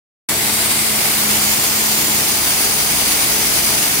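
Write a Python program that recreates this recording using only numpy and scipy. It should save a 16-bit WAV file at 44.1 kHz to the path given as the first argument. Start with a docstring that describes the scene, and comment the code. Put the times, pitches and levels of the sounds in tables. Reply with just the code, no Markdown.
"""A wide, fluttering hiss cuts in abruptly: a high-pressure nozzle blasts water across a walled yard.
Turbulence tears the jets into mist and radiates broadband noise; drop impacts add a fine spatter.
Beneath them an engine and its pump drone, each in harmonics of its own repetition rate.
Bands of the hiss swell and sink, and reflections interfere, as the hand-held microphone shifts."""
import sys
import numpy as np
from scipy import signal
from scipy.fft import rfft, irfft
from scipy.io import wavfile
from scipy.ndimage import uniform_filter1d

SR = 44100
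rng = np.random.default_rng(int(sys.argv[2]) if len(sys.argv) > 2 else 0)


def put_to_file(sound):
    """Save the sound as 16-bit audio at rate SR, in the file named by the first command-line argument."""
    columns = np.atleast_2d(sound).T  # one column per channel
    safe = np.clip(columns, -1, 1)
    whole_steps = np.round(safe * 32767)
    wavfile.write(sys.argv[1], SR, whole_steps.astype(np.int16))


N = 176400
START_S = .2875
FRAME, HOP = 512, 128  # samples
TREBLE_FROM_HZ = 1170


def amp(db):
    """Amplitude ratio of a level in decibels."""
    return 10 ** (np.asarray(db) / 20)


def unit(x):
    """Normalisation to an rms of one."""
    return x / np.sqrt(np.mean(abs(x) ** 2) + 1e-20)


def bell(hz, centre, width):
    """Gaussian band, falling to 1/e at one width from its centre."""
    return np.exp(-((hz - centre) / width) ** 2)


def over_hz(points, hz, column=1):
    """Interpolation on a logarithmic frequency axis."""
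    table = np.array(points, float)
    return np.interp(np.log(hz + 1), np.log(table[:, 0] + 1), table[:, column])


def over_time(points, t):
    """Linear interpolation in time."""
    return np.interp(t, *np.transpose(points))


def wander(t, low_hz, high_hz):
    """Superposition of slow sines in random phase: a fluctuation of unit rms."""
    rates = np.geomspace(low_hz, high_hz, num=30)
    return unit(sum(np.sin(2 * np.pi * (f * t + rng.random())) / np.sqrt(f) for f in rates))


def drone(t, hz, orders, pitch_waver=.0042, waver_db=1.8):
    """Periodic motion radiates a harmonic series, here wavering in frequency and amplitude."""
    slow = t[::HOP]
    drift = np.interp(t, slow, wander(slow, 0.693, 8))
    turns = np.cumsum(hz * (1 + pitch_waver * drift)) / SR
    sound = 0
    for order, db in orders:
        level_db = db + waver_db * np.interp(t, slow, wander(slow, 1, 12))
        sound += amp(level_db) * np.sin(2 * np.pi * (order * turns + rng.random()))
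    return np.sqrt(2) * sound


# Engine firing rate (time [s], frequency [Hz])
FIRING_RATE = [(.3, 107), (1.5, 106.9), (2.7, 106.3), (4, 106.5)]
# Engine harmonics (order [multiple of firing rate], level [dB])
ENGINE_ORDERS = [(1, -45), (3, -58), (4, -41.5), (6, -45.5), (8, -49.5)]
# The engine's loud second harmonic (time [s], level [dB])
ENGINE_HUM = [(.3, -37), (1.3, -33), (2.2, -35.5), (2.8, -39), (3.5, -37), (4, -38)]


def engine(t):
    """Periodic firing sounds at whole multiples of the firing rate."""
    return drone(t, over_time(FIRING_RATE, t), ENGINE_ORDERS + [(2, over_time(ENGINE_HUM, t))])


# Pump harmonics (order [multiple of shaft rate], level [dB])
PUMP_ORDERS = [(3, -44), (4, -51.5), (5, -51), (6, -42), (7, -54.5), (12, -42.5), (14, -44.5), (15, -58.5)]
# The pump's deep second harmonic (time [s], level [dB])
PUMP_THROB = [(.3, -56), (2.2, -49), (3, -44), (4, -47)]


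def pump(t, shaft_hz=24.96):
    """Rotation sounds at whole multiples of the shaft rate."""
    return drone(t, shaft_hz, PUMP_ORDERS + [(2, over_time(PUMP_THROB, t))])


# Strength of the jets (time [s], relative level [dB])
JET_FORCE = [(.29, -18), (.33, -19.5), (.45, -18.5), (.75, -17.5), (.93, -18.5), (1.05, -17), (1.18, -17.5),
             (1.35, -16.5), (1.6, -17), (1.71, -18), (1.82, -17.5), (2.12, -17), (2.42, -17.5), (2.6, -17),
             (2.85, -17.5), (3.1, -16.5), (3.85, -17), (3.98, -17.5)]


def force_db(t):
    """Common modulation: spatter and hiss follow the level of the jets about its mean."""
    return over_time(JET_FORCE, t) - np.mean(over_time(JET_FORCE, np.linspace(START_S, N / SR)))


# Spectrum of the drop impacts (frequency [Hz], relative density [dB])
SPATTER_SPECTRUM = [(200, -11), (1000, -11.5), (3000, 1.5), (9000, -1.5), (16000, -5)]


def spatter(t, drops_per_s=2600, spread_db=3.6, largest_db=11, level_db=-24.5):
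    """Shot noise: drops strike wall and ground at random as tiny impulses, a few of them larger."""
    size_db = np.minimum(spread_db * rng.exponential(1, (2, N)), largest_db)
    polarity = rng.choice([-1, 1], (2, N))
    strikes = rng.random((2, N)) < drops_per_s / SR
    ticks = amp(size_db + force_db(t)) * polarity * strikes
    colour = amp(over_hz(SPATTER_SPECTRUM, np.fft.rfftfreq(N, 1 / SR)))
    return amp(level_db) * unit(irfft(rfft(ticks) * colour, N))


# Likeness of the two sides in the low roar (frequency [Hz], coherence [0-1])
ROAR_COHERENCE = [(60, .99), (240, 0.89), (480, 0.75), (800, 0.79), (1200, 0.34), (1700, 0.4), (2600, 0)]
# Short paths to the right side (delay [s], signed share [ratio], centre [Hz], half width [Hz])
GLANCING_PATHS = [(0.0013787, -0.61, 9000, 1900), (0.001096, -0.23, 10400, 6000),
                  (0.00062, 0.38, 14300, 1700), (0.00149, -0.46, 5700, 1500),
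                  (0.000033, -0.27, 14000, 5000), (0.00014, -0.12, 6000, 7500),
                  (0.000605, -0.12, 4400, 7600), (0.0025, 0.19, 13000, 1800)]
# Lead of the left side as the microphone turns (time [s], lead [s])
LEFT_LEAD = [(.35, -.00001), (1.0, .00006), (1.55, .000135), (2.1, .000135), (2.35, .000117), (4, .000113)]


def stereo_noise(hz, t, roar_lag_s=.00008):
    """Partial coherence: the right spectrum is the left, delayed along several paths, plus diffuse noise."""
    a, b, c, d = rng.standard_normal((4, len(t), len(hz)))
    left, diffuse = a + 1j * b, c + 1j * d
    treble = np.minimum(hz / TREBLE_FROM_HZ, 1)
    shared = over_hz(ROAR_COHERENCE, hz) * np.exp(-2j * np.pi * hz * roar_lag_s)
    for delay, share, centre, width in GLANCING_PATHS:
        shared += share * bell(hz, centre, width) * treble * np.exp(-2j * np.pi * hz * delay)
    shared /= np.maximum(abs(shared), 1)  # coherence cannot exceed one
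    shared = shared * np.exp(-2j * np.pi * np.outer(over_time(LEFT_LEAD, t), hz))
    right = shared * left + np.sqrt(np.clip(1 - abs(shared) ** 2, 0, 1)) * diffuse
    return np.array([left, right])


# A close reflection as the microphone moves (time [s], delay [s], peak ripple [dB])
REFLECTION = [(.45, .001035, 1.7), (.85, .001125, 1.5), (1.15, .001175, .9), (1.7, .00119, .4),
              (2.4, .00116, .3)]


def comb_db(hz, t):
    """Interference with a reflection combs the treble; the notches fall as its path lengthens."""
    times, delay, depth = np.transpose(REFLECTION)
    ripple = np.cos(2 * np.pi * np.outer(np.interp(t, times, delay), hz))
    return np.interp(t, times, depth)[:, None] * ripple * bell(hz, centre=8300, width=4000)


# Passing bands of the hiss (start [s], end [s], centre [Hz], half width [Hz], left [dB], right [dB])
SHIFTING_BANDS = [(.1, 0.92, 7900, 380, 7.5, 4.5), (.1, 1.35, 6100, 750, -2, -3),
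                  (.1, 0.93, 14600, 1200, 0, -7), (.1, 1.22, 2100, 170, 3.5, 3.5),
                  (.1, 0.87, 3620, 500, 4.5, 1.5), (.55, 1, 12500, 289, 4, 4),
                  (.65, 1.1, 9000, 400, 2.5, 4.5), (1.25, 2.2, 7250, 300, 5, 6.5),
                  (1.35, 2.25, 11800, 260, 4, 6), (1.3, 2.6, 14750, 480, -1, 3),
                  (1.45, 2.07, 10300, 1000, -0.8, -3.5)]


def bands_db(hz, t, fade_s=0.29):
    """The spectrum depends on position: bands swell or sink as the microphone shifts."""
    db = 0
    for begin, end, centre, width, left_db, right_db in SHIFTING_BANDS:
        held = np.clip(np.minimum(t - begin, end - t) / fade_s + .5, 0, 1)
        db += np.multiply.outer([left_db, right_db], np.outer(held, bell(hz, centre, width)))
    return db


def patches(hz, t, span_s=.06, span_hz=350):
    """Smoothing correlates noise in time and frequency: random patches of unit rms."""
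    field = rng.standard_normal((len(t), len(hz)))
    field = uniform_filter1d(field, round(span_s / t[1]), axis=0)
    return unit(uniform_filter1d(field, round(span_hz / hz[1]), axis=1))


# Relative spectral density of the jets (frequency [Hz], left [dB], right [dB])
JET_SPECTRUM = [(20, -24.2, -24.5), (35, -13.1, -13.8), (60, -12, -10.5), (129, -5, -10), (260, -2.5, -1.5),
                (440, -3.5, -5), (580, -5.5, -9), (717, -0.5, -3), (1110, -2.5, -4), (1790, -3, -4),
                (2190, -2.5, 0.8), (2680, -7, -1), (3780, -6, -3.5), (4700, 1.5, -3.5), (5560, -1.5, -4.5),
                (6760, -0.6, -2.5), (7500, -6, -2.5), (8200, -2.5, -2.4), (8820, 0.6, -1.5), (9400, 0, 0.5),
                (10100, -0.5, 0), (12000, -5, -7.5), (13100, -1.5, -2.5), (14830, 0, -2),
                (15900, -5, -10.5)]
# Rumble under the hiss (time [s], gain [dB])
JET_RUMBLE = [(.3, 3), (1.4, -1.5), (2.2, -3), (3, 2), (4, 0)]
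# Hollow resonances in the hiss (centre [Hz], half width [Hz], gain [dB])
RESONANCES = [(2180, 180, 0.65), (4650, 85, 1.5)]


def jets(level_db=-15, flutter_db=0.62, swell_db=0.54, patch_db=0.78, bass_follows=0.16):
    """Turbulent mixing radiates broadband noise that flutters as the jets break up."""
    hz = np.fft.rfftfreq(FRAME, 1 / SR)
    t = np.arange(0, N + FRAME, HOP) / SR
    spectrum_db = np.array([over_hz(JET_SPECTRUM, hz, column) for column in (1, 2)])
    db = spectrum_db[:, None] + patch_db * patches(hz, t)  # side, time, frequency
    motion_db = force_db(t) + flutter_db * rng.standard_normal(len(t)) + swell_db * wander(t, 6, 40)
    follows = bass_follows + (1 - bass_follows) * np.minimum(hz / TREBLE_FROM_HZ, 1)
    db += np.outer(motion_db, follows)  # the low roar follows only partly
    db += np.outer(over_time(JET_RUMBLE, t), bell(hz, centre=0, width=150))
    db += bands_db(hz, t) + comb_db(hz, t)
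    db += sum(gain_db * bell(hz, centre, width) for centre, width, gain_db in RESONANCES)
    spectra = stereo_noise(hz, t) * amp(db)
    _, hiss = signal.istft(spectra, nperseg=FRAME, noverlap=FRAME - HOP, time_axis=1, freq_axis=2)
    return amp(level_db) * unit(hiss[:, :N])


def scene():
    """Superposition of the sources; engine and pump are alike on both sides."""
    t = np.arange(N) / SR
    return jets() + spatter(t) + engine(t) + pump(t)


def record(dry, low_cut_hz=33, high_cut_hz=15800, knee=.62, ceiling=.86, attack_s=0.0017):
    """Band limiting trims rumble and top treble; the sharpest peaks are rounded; the sound cuts in."""
    thinned = signal.sosfilt(signal.butter(4, low_cut_hz, "high", fs=SR, output="sos"), dry)
    excess = np.maximum(abs(thinned) - knee, 0)
    headroom = ceiling - knee
    rounded = thinned - np.sign(thinned) * (excess - headroom * np.tanh(excess / headroom))
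    onset = np.clip((np.arange(N) / SR - START_S) / attack_s, 0, 1)
    lowpass = signal.firwin(801, high_cut_hz, window=("kaiser", 8), fs=SR)
    return signal.oaconvolve(rounded * onset, lowpass[None], "same")


dry = scene()
out = record(dry)
put_to_file(out)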